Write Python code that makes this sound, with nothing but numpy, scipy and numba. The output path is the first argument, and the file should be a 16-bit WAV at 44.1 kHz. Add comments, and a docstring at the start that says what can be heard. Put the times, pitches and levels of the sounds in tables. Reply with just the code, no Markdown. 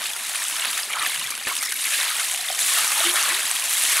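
"""Water poured onto live fish

Water falls from a pot onto fish in a net basket, close by and outdoors. The stream breaks into
splashes; each throws fine spray and traps bubbles that ring briefly, the smaller the higher.
Fish flap and squelch in the wet heap, single drops plink, and water drains through the net.
Two large air pockets gulp as the pour grows heavier."""
import sys
import numpy as np
from scipy import signal
from scipy.fft import rfft, irfft
from scipy.io import wavfile
from scipy.ndimage import uniform_filter1d
from numba import njit

SR = 44100
rng = np.random.default_rng(int(sys.argv[2]) if len(sys.argv) > 2 else 0)


def store_pcm(level_fs):
    """Save levels as 16-bit WAV."""
    pcm = np.round(np.clip(level_fs, -1, 1) * 32767).astype(np.int16)
    wavfile.write(sys.argv[1], SR, np.atleast_2d(pcm).T)


N = 176400
T = np.arange(N) / SR
FREQ = np.maximum(np.fft.rfftfreq(N, 1 / SR), 1)

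# Spectrum of splashing water: f/Hz, gain/dB
SPLASH_SPECTRUM = [(180, -52), (300, -15), (526, -10.5), (708, -7.5), (907, -6), (1160, -1.5), (1540, -2),
                   (1750, -1), (3810, -2), (5130, -8), (10100, -2.5), (11300, -5), (13400, -16),
                   (15500, -18)]
SHARP_ATTACK, PLINK_ATTACK, SOFT_ATTACK = 0.2, 1.77, 2.5  # cycles
PLINK_RISE = 0.044  # fraction of the starting pitch


def undb(db):
    """Amplitude ratio of a level in decibels."""
    return 10 ** (np.asarray(db) / 20)


def unit(x):
    """Normalisation to rms 1."""
    return x / np.sqrt(np.mean(x ** 2))


def envelope(table, column=1):
    """Gain from a column of levels, interpolated linearly in dB over time."""
    rows = np.array(table)
    return undb(np.interp(T, rows[:, 0], rows[:, column]))


def colour(x, points):
    """Zero-phase filtering through points of f/Hz, gain/dB."""
    hz, db = np.array(points, float).T
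    return irfft(rfft(x) * undb(np.interp(np.log(FREQ), np.log(hz), db)), N)


def wet(x):
    """Spectral shaping to the colour of splashing, at rms 1."""
    return unit(colour(x, SPLASH_SPECTRUM))


def noise_band(hz, octaves):
    """Noise under a Gaussian band in log frequency, at rms 1."""
    band = np.exp(-.5 * (np.log2(FREQ / hz) / octaves) ** 2)
    return unit(irfft(rfft(rng.standard_normal(N)) * band, N))


def steady(x):
    """Division by the running rms evens out slow changes of level."""
    window = int(0.084 * SR)
    return x / np.sqrt(uniform_filter1d(uniform_filter1d(x ** 2, window), window) + 1e-18)


@njit
def ring(start, hz, cycles, size, rise, attack):
    """Bubbles as damped oscillators: each swells, rises in pitch and decays 50 dB over its cycles."""
    out = np.zeros(N)
    for k in range(len(start)):
        first, length = int(start[k] * SR), cycles[k] * SR / hz[k]
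        level, fade = size[k], np.exp(-5.8 / length)
        onset, onset_fade = 1., np.exp(-hz[k] / (SR * attack))
        phase = 0.
        for i in range(min(int(length), N - first)):
            phase += 2 * np.pi * hz[k] * (1 + rise * i / length) / SR
            out[first + i] += level * (1 - onset) * np.sin(phase)
            level *= fade
            onset *= onset_fade
    return out


def bubbles(band, count, cycles, spread_db, rise, splashes=None, attack=SHARP_ATTACK):
    """Superposition of bubbles of one size range, excited at random times or just after splashes."""
    pick, pitch, wait = rng.random((count, 3)).T
    size, length, sign = np.clip(rng.standard_normal((count, 3)).T, -2.2, 2.2)
    start, db = pick * N / SR, spread_db * size
    if splashes is not None:
        splash_s, splash_db = splashes
        parent = (pick * len(splash_s)).astype(int)
        start = splash_s[parent] - .0016 * np.log(1 - wait)  # mean delay 1.6 ms
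        db = db + splash_db[parent]
    hz = band[0] * (band[1] / band[0]) ** pitch
    gain = np.sign(sign) * hz / band[1] * undb(db)
    return ring(start, hz, cycles * np.exp(.4 * length), gain, float(rise), attack)


def basket_rubs():
    """Friction of the shifting net and basket gives dull swells of noise."""
    # t/s, duration/s, peak level/dB, centre f/Hz
    rubs = [(0.93, 0.13, -65, 130), (1.12, .2, -54.5, 141)]
    out = np.zeros(N)
    for start, length, db, hz in rubs:
        arch = np.sin(np.pi * np.clip((T - start) / length, 0, 1))
        out += undb(db) * arch * noise_band(hz, octaves=0.36)
    return out


def drain():
    """Water runs through the net to the ground: large bubbles resonate over a soft rumble."""
    # Draining flow: t/s, relative level/dB
    flow = [(0, -55.5), (0.4, -66), (0.65, -61), (1.0, -56.5), (1.35, -56.5), (1.7, -61), (2.35, -65.5),
            (2.95, -58), (3.25, -58.5), (4, -62)]
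    # Its spectrum: f/Hz, gain/dB
    spectrum = [(25, -26), (60, -13), (130, -7.5), (190, -9), (270, -5), (380, -8.5), (520, -8), (800, -15)]
    gurgle = unit(colour(bubbles((210, 620), count=900, cycles=18, spread_db=6, rise=0.11), spectrum))
    rumble = unit(colour(rng.standard_normal(N), spectrum))
    return unit(gurgle + undb(1) * rumble) * envelope(flow) * undb(6.5)


def gulps():
    """Resonance of air pockets between the fish: each swells, rings unsteadily and rises in pitch."""
    # t/s, level/dB, starting f/Hz, glide/(Hz/s), swell/s, decay/s
    pockets = [(3.042, -27.5, 337, 220, 0.029, 0.036), (3.307, -39, 319, 1330, 0.0089, 0.054)]
    out = np.zeros(N)
    for start, db, hz, glide, swell, decay in pockets:
        age = np.maximum(T - start, 0)
        shape = np.minimum(age / swell, 1) * np.exp(-np.maximum(age - swell, 0) / decay)
        wobble = 0.17 * noise_band(44, octaves=0.78)
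        phase = 2 * np.pi * (hz * age + .5 * glide * age ** 2)
        out += undb(db) * shape * (1 + wobble) * np.sin(phase + wobble)
    return out


def squelches():
    """A gap between fish sheds bubbles of like size; their resonance slides as it opens or closes."""
    # t/s, duration/s, level/dB, starting f/Hz, final f/Hz
    squeezes = [(0.889, 0.067, -36, 2320, 2350), (0.935, 0.04, -33, 1760, 1040),
                (0.977, 0.089, -36, 1260, 1100), (1.5, 0.037, -36, 1100, 1230),
                (1.675, 0.016, -31.5, 1700, 2450), (1.713, 0.021, -30.5, 1700, 1790),
                (2.2, 0.55, -47, 697, 712), (3.044, 0.04, -26.5, 3120, 3150),
                (3.154, 0.03, -28, 2330, 1750), (3.255, 0.012, -28, 1510, 1310),
                (3.295, 0.027, -27, 2650, 1600)]
    out, count = np.zeros(N), 80
    cycles = np.full(count, 18.)
    for start, length, db, from_hz, to_hz in squeezes:
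        progress = (np.arange(count) + rng.random(count)) / count
        detune, size = rng.standard_normal((count, 2)).T
        hz = from_hz * (to_hz / from_hz) ** progress * np.exp(0.07 * detune)
        swell = np.sqrt(np.sin(np.pi * progress))
        rush = ring(start + length * progress, hz, cycles, size * swell, PLINK_RISE, PLINK_ATTACK)
        out += undb(db) * unit(rush) * np.sqrt(length * SR / N)
    return out


def slaps():
    """Impacts of fish and lumps of water excite broadband spray over a dull thud of the heap."""
    # t/s, spray level/dB, decay/s, band centre f/Hz before colouring, thud level/dB
    impacts = [(0.933, -21, 0.0045, 2300, -62), (1.144, -21, .003, 8000, -63),
               (1.304, -19, 0.006, 15000, -73), (1.469, -20, 0.013, 1400, -33.5),
               (1.484, -21, 0.0035, 8000, -50), (1.631, -24, 0.0069, 3000, -59),
               (1.721, -14, .003, 8000, -65), (2.196, -19, 0.012, 3000, -65),
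               (2.59, -12.5, 0.0028, 6000, -52), (2.925, -24, 0.0052, 8000, -67),
               (3.04, -17.5, .012, 3500, -50), (3.158, -21, .02, 2500, -60)]
    out, attack_s = np.zeros(N), 0.00034
    thud = noise_band(420, octaves=0.85)
    for start, db, decay, hz, thud_db in impacts:
        age = np.maximum(T - start, 0)
        shape = (1 - np.exp(-age / attack_s)) * np.exp(-age / decay)
        spray = wet(noise_band(hz, octaves=1.84))
        out += shape * (undb(db) * spray + undb(thud_db) * thud)
    return out


def plinks():
    """Air entrainment by single drops: each knocks briefly and traps a bubble that rings clearly."""
    # t/s, relative level/dB, f/Hz
    drops = [(0.056, -17, 2660), (0.357, -16, 2420), (0.42, -18, 1800), (0.484, -7, 8440),
             (0.526, -20, 3000), (0.61, -11, 8300), (0.649, -14, 2720), (0.79, -19, 1770),
             (0.832, -13, 4950), (0.933, -15, 3130), (0.937, -14.5, 2270), (0.996, -13.5, 3830),
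             (1.017, -17.5, 1910), (1.031, -18.5, 1180), (1.051, -17, 2730), (1.063, -17, 1740),
             (1.16, -15.5, 2900), (1.452, -19.5, 2300), (1.471, -17, 1790), (1.514, -19.5, 1100),
             (1.628, -22.5, 1270), (2.012, -10, 3620), (2.195, -23, 1500), (2.487, -15.5, 3350),
             (2.502, -20, 720), (2.62, -12, 3750), (3.004, -8.5, 3660), (3.006, -22.5, 657),
             (3.098, -11.5, 3210), (3.344, -11.5, 3700), (3.514, -3, 8100), (3.567, -13.5, 3180)]
    start, db, hz = np.array(drops, float).T
    size = undb(db + 7)
    knock_cycles, bubble_cycles = np.full(len(hz), 3.8), np.full(len(hz), 17.4)
    knock = ring(start, hz, knock_cycles, undb(-6.5) * size, 0., SHARP_ATTACK)
    bubble = ring(start, hz, bubble_cycles, size, PLINK_RISE, PLINK_ATTACK)
    return colour(knock, SPLASH_SPECTRUM) + bubble


def pour():
    """Bubble resonances sum to an even seething; breakup of the stream adds bursts, ticks and plips."""
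    # The pour, its hiss suddenly louder at 2.59 s: t/s, level/dB of spray, small and large bubbles
    flow = [(0.0, -33.5, -32.5, -35.5), (0.06, -29.0, -29, -42.5), (0.15, -32, -36, -41),
            (0.27, -30, -32.5, -42.5), (0.4, -27.5, -31, -37.5), (0.5, -28, -33, -41),
            (0.58, -28.5, -30, -36.5), (0.66, -29.0, -25.5, -34), (0.72, -28, -31, -39.5),
            (0.78, -27.5, -29, -36), (0.87, -32, -35.5, -43), (0.97, -33.5, -32.5, -31.5),
            (1.03, -27.5, -26.5, -35), (1.12, -28, -29, -40), (1.27, -32.0, -31.5, -41),
            (1.33, -33.0, -33.5, -39), (1.45, -35.5, -35, -46), (1.49, -27, -29, -36.5),
            (1.58, -28.5, -32, -43), (1.64, -25, -30.5, -39.5), (1.7, -31, -34.5, -53),
            (1.8, -26.5, -30.5, -43.5), (1.95, -24, -25.0, -40), (2.03, -25.5, -25.5, -35),
            (2.12, -28, -28.5, -34.5), (2.22, -26, -30, -38.5), (2.33, -26, -30.5, -42),
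            (2.42, -30, -30.5, -45), (2.585, -27.5, -31.5, -40), (2.597, -22.0, -28.5, -44.5),
            (2.79, -21, -23.5, -29), (2.88, -23.5, -28.5, -34.5), (3.0, -22, -25.5, -29),
            (3.1, -23, -24.5, -32.5), (3.125, -24.5, -32, -36), (3.145, -22.5, -30, -29),
            (3.17, -22, -25, -29.5), (3.32, -25, -25.5, -31), (3.42, -26, -28.0, -36.5),
            (3.64, -26, -30, -39.0), (3.75, -22, -28, -39.5), (3.9, -20.5, -24.5, -38),
            (4.0, -22, -23.5, -28)]
    # Sputtering early, a full sheet later: t/s, gain/dB of bursts, ticks and plips
    sputter = [(0, 0.5), (0.7, 0.5), (1.35, 4.5), (1.75, 5.5), (1.95, -2.5), (2.5, 0.5), (2.7, -3),
               (3.3, -0.5), (4, -1.5)]
    breakup = envelope(sputter)
    spray_hz, small_hz, large_hz = (5000, 16000), (1600, 5000), (560, 1600)
    splash_count = 110 * N // SR
    splash_s = rng.random(splash_count) * N / SR
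    splash_db = 3 * np.clip(rng.standard_normal(splash_count), -2, 2)
    splashes = splash_s, splash_db

    seething = bubbles(spray_hz, count=50000, cycles=10.5, spread_db=3, rise=0.028)
    bursts = bubbles(spray_hz, count=9000, cycles=17, spread_db=5, rise=0.028, splashes=splashes)
    ticks = bubbles(spray_hz, count=220, cycles=3, spread_db=4, rise=0)
    plips = bubbles(spray_hz, count=700, cycles=52, spread_db=4, rise=0.046, attack=SOFT_ATTACK)
    spatter = undb(-4.5) * wet(bursts) + undb(-11.5) * wet(ticks) + undb(-7.5) * wet(plips)
    spray = steady(wet(seething) + breakup * spatter) * envelope(flow, column=1)

    seething = bubbles(small_hz, count=13000, cycles=20.3, spread_db=1.7, rise=0.13)
    bursts = bubbles(small_hz, count=4000, cycles=7.4, spread_db=5.5, rise=0.15, splashes=splashes)
    plips = bubbles(small_hz, count=400, cycles=33, spread_db=2.5, rise=0.05, attack=SOFT_ATTACK)
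    spatter = undb(-5) * wet(bursts) + undb(-5.5) * wet(plips)
    small = steady(wet(seething) + breakup * spatter) * envelope(flow, column=2)

    seething = bubbles(large_hz, count=2800, cycles=21.3, spread_db=2.5, rise=0.16)
    bursts = bubbles(large_hz, count=1200, cycles=5.3, spread_db=4.5, rise=0.21, splashes=splashes)
    plips = bubbles(large_hz, count=170, cycles=19, spread_db=2, rise=0.076, attack=SOFT_ATTACK)
    spatter = undb(-7) * wet(bursts) + undb(-5.5) * wet(plips)
    large = steady(wet(seething) + breakup * spatter) * envelope(flow, column=3)
    return spray + small + large


def scene():
    """Direct sound comes from almost straight ahead; ground and basket scatter a little to the sides."""
    # Scattered sound: f/Hz, side level/dB relative to mid
    width = [(60, -37), (120, -34), (220, -37), (700, -21.5), (1300, -22), (2000, -17), (2700, -19.5),
             (4600, -11.5), (6500, -19), (7800, -24), (11000, -30.5), (12000, -62)]
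    # Direct sound: f/Hz, left level/dB relative to right
    balance = [(60, 0), (600, 0.1), (1200, 0), (4400, 1), (8000, 0)]
    mid = pour() + drain() + squelches() + plinks() + slaps() + gulps() + basket_rubs()
    scatter = rfft(rng.standard_normal(N) * np.exp(-T / .02))
    diffuse = irfft(rfft(mid) * scatter / np.abs(scatter), N)  # all-pass: only the phase changes
    side = colour(diffuse, width)
    left = colour(mid, [(hz, db / 2) for hz, db in balance])
    right = colour(mid, [(hz, -db / 2) for hz, db in balance])
    return np.array([left + side, right - side])


def record(dry):
    """Soft saturation rounds the loudest peaks; a steep low-pass removes the highest treble."""
    ceiling, cutoff_hz = 0.75, 15650
    lowpass = signal.ellip(10, .2, 80, cutoff_hz, fs=SR, output="sos")
    return signal.sosfilt(lowpass, ceiling * np.tanh(dry / ceiling))


dry = scene()
out = record(dry)
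store_pcm(out)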